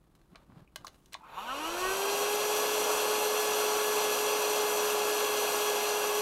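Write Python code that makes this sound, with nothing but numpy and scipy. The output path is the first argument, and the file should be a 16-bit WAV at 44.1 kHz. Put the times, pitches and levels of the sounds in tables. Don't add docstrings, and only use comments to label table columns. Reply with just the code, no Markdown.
import sys
import numpy as np
from scipy import signal
from scipy.fft import rfft, irfft
from scipy.io import wavfile
from scipy.ndimage import uniform_filter1d, map_coordinates

SR = 44100
rng = np.random.default_rng(int(sys.argv[2]) if len(sys.argv) > 2 else 0)


def generate_wav(sig):
    pcm = np.round(np.clip(np.atleast_2d(sig).T, -1, 1) * 32767).astype(np.int16)
    wavfile.write(sys.argv[1], SR, pcm)


N = 273861
T = np.arange(N) / SR
FREQ = np.maximum(np.arange(N // 2 + 1) * SR / N, 1)

# f/Hz, relative level/dB
ROOM_COLOUR = [(15, -34), (25, 1), (66, 5.5), (88, -20), (354, -4.5), (383, -11), (927, -50), (1310, -30),
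               (1420, -52.5), (15000, -40)]
# f/Hz, level/dB
HUM_TONES = [(60, -80.5), (120, -82.5)]
# f/Hz, relative level/dB
RUMBLE_COLOUR = [(50, -38), (115, 5), (165, 6), (290, -7), (500, -27), (1500, -59)]
# f/Hz, relative level/dB
RUSTLE_COLOUR = [(200, 12.5), (550, 9), (1200, 6), (2200, -6.5), (4000, -8), (7000, -26), (15000, -36)]
# f/Hz, relative level/dB
SWISH_COLOUR = [(1000, -20), (2400, 2), (4000, -2), (7000, -1), (12000, -1.5), (15500, -9)]
# t/s, level/dB
BENCH_BUMPS = [(.33, -51), (.497, -50), (.53, -51), (.568, -47), (.625, -52.5), (.8, -51)]
# t/s, length/s, rustle level/dB, swish level/dB
HAND_SLIDES = [(0.324, .11, -64.5, -84), (0.495, 0.15, -67, -91), (.56, 0.042, -60.5, -81),
               (.79, .11, -63, -80), (.9, .4, -72, -76.5)]
# t/s, level/dB, centre f/Hz, width/octaves, fade time/s
CONTACTS = [(.151, -65, 4000, 2.1, 0.057), (0.215, -65.5, 2000, 2.1, 0.02), (.349, -55.5, 1090, 0.7, 0.038),
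            (.357, -45.5, 1100, 1.56, 0.019), (.501, -59, 1100, .6, .025), (.521, -60, 1000, 0.75, .025),
            (.677, -59, 2390, 0.17, .012), (0.759, -33.5, 4500, 1.3, 0.0084),
            (0.7607, -36.5, 3400, 2.2, 0.017), (0.8471, -37.5, 1060, .28, 0.022),
            (.847, -53.5, 7000, 1.1, 0.039), (.868, -40.5, 5070, 0.35, 0.016),
            (0.87, -41.5, 3500, 2.6, .014), (.8798, -43.5, 3500, 2.2, 0.012), (.944, -59, 1800, 1.7, 0.018),
            (1.059, -57.5, 5500, 1.1, 0.02), (1.124, -54.5, 3280, 1.1, 0.09),
            (1.132, -44, 9000, 2.6, 0.029), (1.1422, -34, 3250, 0.84, 0.015),
            (1.149, -36.5, 940, 0.31, 0.02)]
# f/Hz, relative level/dB, fade time/s
BODY_NOTES = [(620, -4, .035), (1093, -3, .035), (1600, -4, .035), (2950, -3, .035), (3500, -5, .03),
              (4050, 3, .025), (5254, -4, .022), (6503, -5, .022), (7607, -10, .02), (10030, -10, .02)]
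# shaft f/Hz, width/Hz, level/dB, treble boost/dB
SHAKY_SPEEDS = [(194, 25, -35.5, -9), (259, 36, -35.5, 1.5), (320, 40, -38.5, 5), (375.4, 14, -32.5, 0)]
# f/Hz, width/Hz, relative level/dB
HOUSING_PEAKS = [(755, 120, -6), (922, 117, 5.5), (1098, 55, 6.5), (1283, 130, 4.5), (1504, 68, -1),
                 (1824, 92, -2.5), (2310, 440, -14), (2900, 300, 4), (3400, 250, -14)]
# f/Hz, relative level/dB
AIR_COLOUR = [(60, -46), (120, -25.5), (240, -12), (380, -5.5), (520, 0.8), (800, -2), (1200, -4),
              (1600, -7.5), (1900, -17.5), (2500, -9), (5300, -19.5), (8500, -14.5), (9800, -19.5),
              (13100, -19), (14000, -27), (14800, -25), (16000, -29)]
# f/Hz, width/Hz, boost/dB
DUCT_PEAKS = [(993, 30, 5.9), (1117, 38, 7.3), (2607, 100, 6.3), (2768, 105, 7.8), (3230, 180, 5.8),
              (3776, 224, 2.2), (4230, 188, 10.3), (4729, 255, 8.6), (5095, 75, 8.2), (5840, 300, 12.2),
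              (6035, 140, 14.0), (6830, 356, 7.0), (7694, 369, 2.4), (8091, 209, 4.6), (9023, 413, 3.6),
              (10452, 312, 6.4), (11432, 439, 9.4), (12517, 493, 6.7), (13068, 519, 6.1)]
# t/s, level/dB
AIR_LEVELS = [(1.5, -32), (2.7, -31), (5.2, -31), (5.7, -31.5), (6.1, -31.5)]
# f/Hz, relative level/dB
BRUSH_COLOUR = [(2000, -6), (3600, 15), (5000, -19), (7000, 4), (8300, -28), (10300, -1), (11500, -1),
                (13800, 2), (15000, -14)]
# multiple of the shaft speed, level/dB
FAN_TONES = [(1, -34), (2, -45), (3, -84), (4, -48), (5, -54.5), (8, -48), (10, -63), (12, -73), (16, -65),
             (17, -59)]
# f/Hz, relative level/dB
GUST_COLOUR = [(15, -7), (32, 8), (60, -7), (150, -18), (600, -61)]

ON_S, FULL_HZ = 1.148, 422


def undb(db):
    return 10 ** (np.asarray(db) / 20)


def colour(points):
    hz, db = np.transpose(points)
    return undb(np.interp(np.log(FREQ), np.log(hz), db))


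def noise(gain):
    x = irfft(rfft(rng.standard_normal(N)) * gain, N)
    return x / np.sqrt(np.mean(x ** 2))


def wobble(rate):
    return noise(1 / (1 + (FREQ / rate) ** 2))


def resonance(f, hz, width):
    return 1 / (1 + ((f / hz - hz / f) * hz / width) ** 2)


def swell(start, hold, rise, fall):
    return np.exp(np.minimum(T - start, 0) / rise - np.maximum(T - start - hold, 0) / fall)


def fade(t, t60):
    return np.exp(-np.log(1000) * t / t60)


def background(room_db=-67.5):
    hum = sum(np.sqrt(2) * undb(db) * np.sin(2 * np.pi * hz * T) for hz, db in HUM_TONES)
    return noise(colour(ROOM_COLOUR)) * undb(room_db) + hum


def handling():
    rumble, rustle, swish = undb([-71, -71.5, -82.5])
    for start, db in BENCH_BUMPS:
        rumble = np.hypot(rumble, undb(db) * swell(start, hold=0, rise=.0075, fall=.011))
    for start, length, rustle_db, swish_db in HAND_SLIDES:
        motion = swell(start, length, rise=.011, fall=.021)
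        rustle = np.hypot(rustle, undb(rustle_db) * motion)
        swish = np.hypot(swish, undb(swish_db) * motion)
    slips = undb(1.9 * wobble(90))
    bench = noise(colour(RUMBLE_COLOUR)) * rumble
    hand = noise(colour(RUSTLE_COLOUR)) * rustle + noise(colour(SWISH_COLOUR)) * swish
    return bench + hand * slips


def knocks(size=8192, lowest_hz=420, ring_db=-13):
    out, t = np.zeros(N), T[:size]
    f = np.maximum(np.arange(size // 2 + 1) * SR / size, 1)
    lead = size // 32
    for time, db, centre, octaves, t60 in CONTACTS:
        crack = rng.standard_normal(size) * fade(t, t60)
        detune = 1 + .014 * rng.standard_normal()
        ring = sum(undb(note_db) * np.sin(2 * np.pi * (detune * hz * t + rng.random())) * fade(t, decay)
                   for hz, note_db, decay in BODY_NOTES)
        band = np.exp(-.5 * (np.log2(f / centre) / octaves) ** 2) / np.sqrt(f)
        band /= np.hypot(1, (lowest_hz / f) ** 3)
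        hit = np.roll(crack + undb(ring_db) * ring, lead)
        hit = irfft(rfft(hit) * band, size)
        hit /= np.sqrt(np.sum(hit ** 2) / (SR * t60 / np.log(1000)))
        start = int(time * SR) - lead
        out[start:start + size] += undb(db) * hit
    return out


def workshop_echo(x, t60=.15, echo_db=-14, dull_hz=5000):
    tail = noise(1 / np.hypot(1, FREQ / dull_hz)) * fade(T, t60) * (T > .004)
    tail /= np.sqrt(np.sum(tail ** 2))
    return x + undb(echo_db) * signal.fftconvolve(x, tail)[:N]


def shaft_speed(target_hz=428.8, run_up_s=.271, fan_drag=.81, sag_hz_per_s=2.26):
    age = np.maximum(T - ON_S, 0)
    spare_push = np.exp(-age / run_up_s)
    limit_hz = target_hz - sag_hz_per_s * age
    return np.maximum(limit_hz * (1 - spare_push) / (1 + fan_drag * spare_push), 1)


def rotor_shake(hz, base_db=-56, set_in_hz=71):
    peak_power = sum(undb(db) ** 2 * resonance(hz, f, width) ** 2 for f, width, db, _ in SHAKY_SPEEDS)
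    base = undb(base_db) * np.minimum(hz / set_in_hz, 1)
    return np.sqrt(peak_power + base ** 2)


def rattle(hz, turns, uneven_db=2.2, boost_db=7, treble_hz=2000):
    speeds, _, _, treble_boosts = np.transpose(SHAKY_SPEEDS)
    treble_db = np.interp(hz, speeds, treble_boosts)
    out = 0
    for k in range(2, 18):
        ring_power = sum(undb(db) ** 2 * resonance(k * hz, f, width) ** 2
                         for f, width, db in HOUSING_PEAKS)
        push_db = boost_db * (3 <= k <= 6) + uneven_db * wobble(33)
        push_db += treble_db / (1 + (treble_hz / (k * hz)) ** 8)
        cycles = k * turns + rng.random() + .024 * wobble(60)
        out += np.sqrt(ring_power) * undb(push_db) * np.sin(2 * np.pi * cycles)
    power = uniform_filter1d(out ** 2, size=4096)
    return out / np.sqrt(np.abs(power) + 1e-6) * rotor_shake(hz)


def rushing_air(hz, cold_drop=.06, warm_s=.6, flicker_db=.75, drift_db=.1, surge_db=.39):
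    boost = 1 + sum((undb(db) ** 2 - 1) * resonance(FREQ, f, width) ** 1.43
                    for f, width, db in DUCT_PEAKS)
    rush = noise(colour(AIR_COLOUR) * np.sqrt(boost))
    pitch = 1 - cold_drop * np.exp(-np.maximum(T - ON_S, 0) / warm_s)
    spectrum = rfft(map_coordinates(rush, [np.cumsum(pitch)], order=5, mode="wrap"))
    centres = np.geomspace(300, 12000, 6)
    out = 0
    for centre, share in zip(centres, np.eye(len(centres))):
        band = irfft(spectrum * np.interp(np.log(FREQ), np.log(centres), share), N)
        growth = np.interp(centre, [300, 1200, 7000], [2.6, 1.3, 4.3])
        flicker = undb(flicker_db * wobble(13) + drift_db * wobble(.8))
        out += band * (hz / FULL_HZ) ** growth * flicker
    aim_db = np.interp(T, *np.transpose(AIR_LEVELS))
    return out * undb(aim_db + surge_db * wobble(.65))


def brushes(hz, turns, hiss_db=-57, chatter_db=5, set_in_hz=200):
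    scrape = 1 + .5 * np.sin(2 * np.pi * turns)
    shaky_hz, width, _, _ = SHAKY_SPEEDS[0]
    level = undb(hiss_db + chatter_db * resonance(hz, shaky_hz, width))
    fade_in = np.minimum(hz / set_in_hz, 1) ** 3
    return noise(colour(BRUSH_COLOUR)) * scrape * level * fade_in


def fan_whine(hz, turns):
    out = 0
    for k, db in FAN_TONES:
        growth, waver_db, jitter = (4.2, 1, 0) if k == 1 else (3, 1.74, .025)
        level = np.sqrt(2) * undb(db + waver_db * wobble(11)) * (hz / FULL_HZ) ** growth
        cycles = k * turns + rng.random() + jitter * wobble(11)
        out += level * np.sin(2 * np.pi * cycles)
    return out


def draught(level_db=-60, gust_db=4.5):
    passing = swell(start=1.51, hold=.36, rise=.07, fall=.13)
    return noise(colour(GUST_COLOUR)) * passing * undb(level_db + gust_db * wobble(6))


def scene(speed_wander=.000693):
    hz = shaft_speed() * (1 + speed_wander * wobble(3.07))
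    turns = np.cumsum(hz) / SR
    gun = fan_whine(hz, turns) + rattle(hz, turns) + brushes(hz, turns) + rushing_air(hz)
    mono = gun * (T > ON_S) + draught() + workshop_echo(knocks()) + handling() + background()
    return np.array([mono, mono])


def record(dry):
    return signal.sosfilt(signal.ellip(12, .1, 80, 15750, fs=SR, output="sos"), dry)


dry = scene()
out = record(dry)
generate_wav(out)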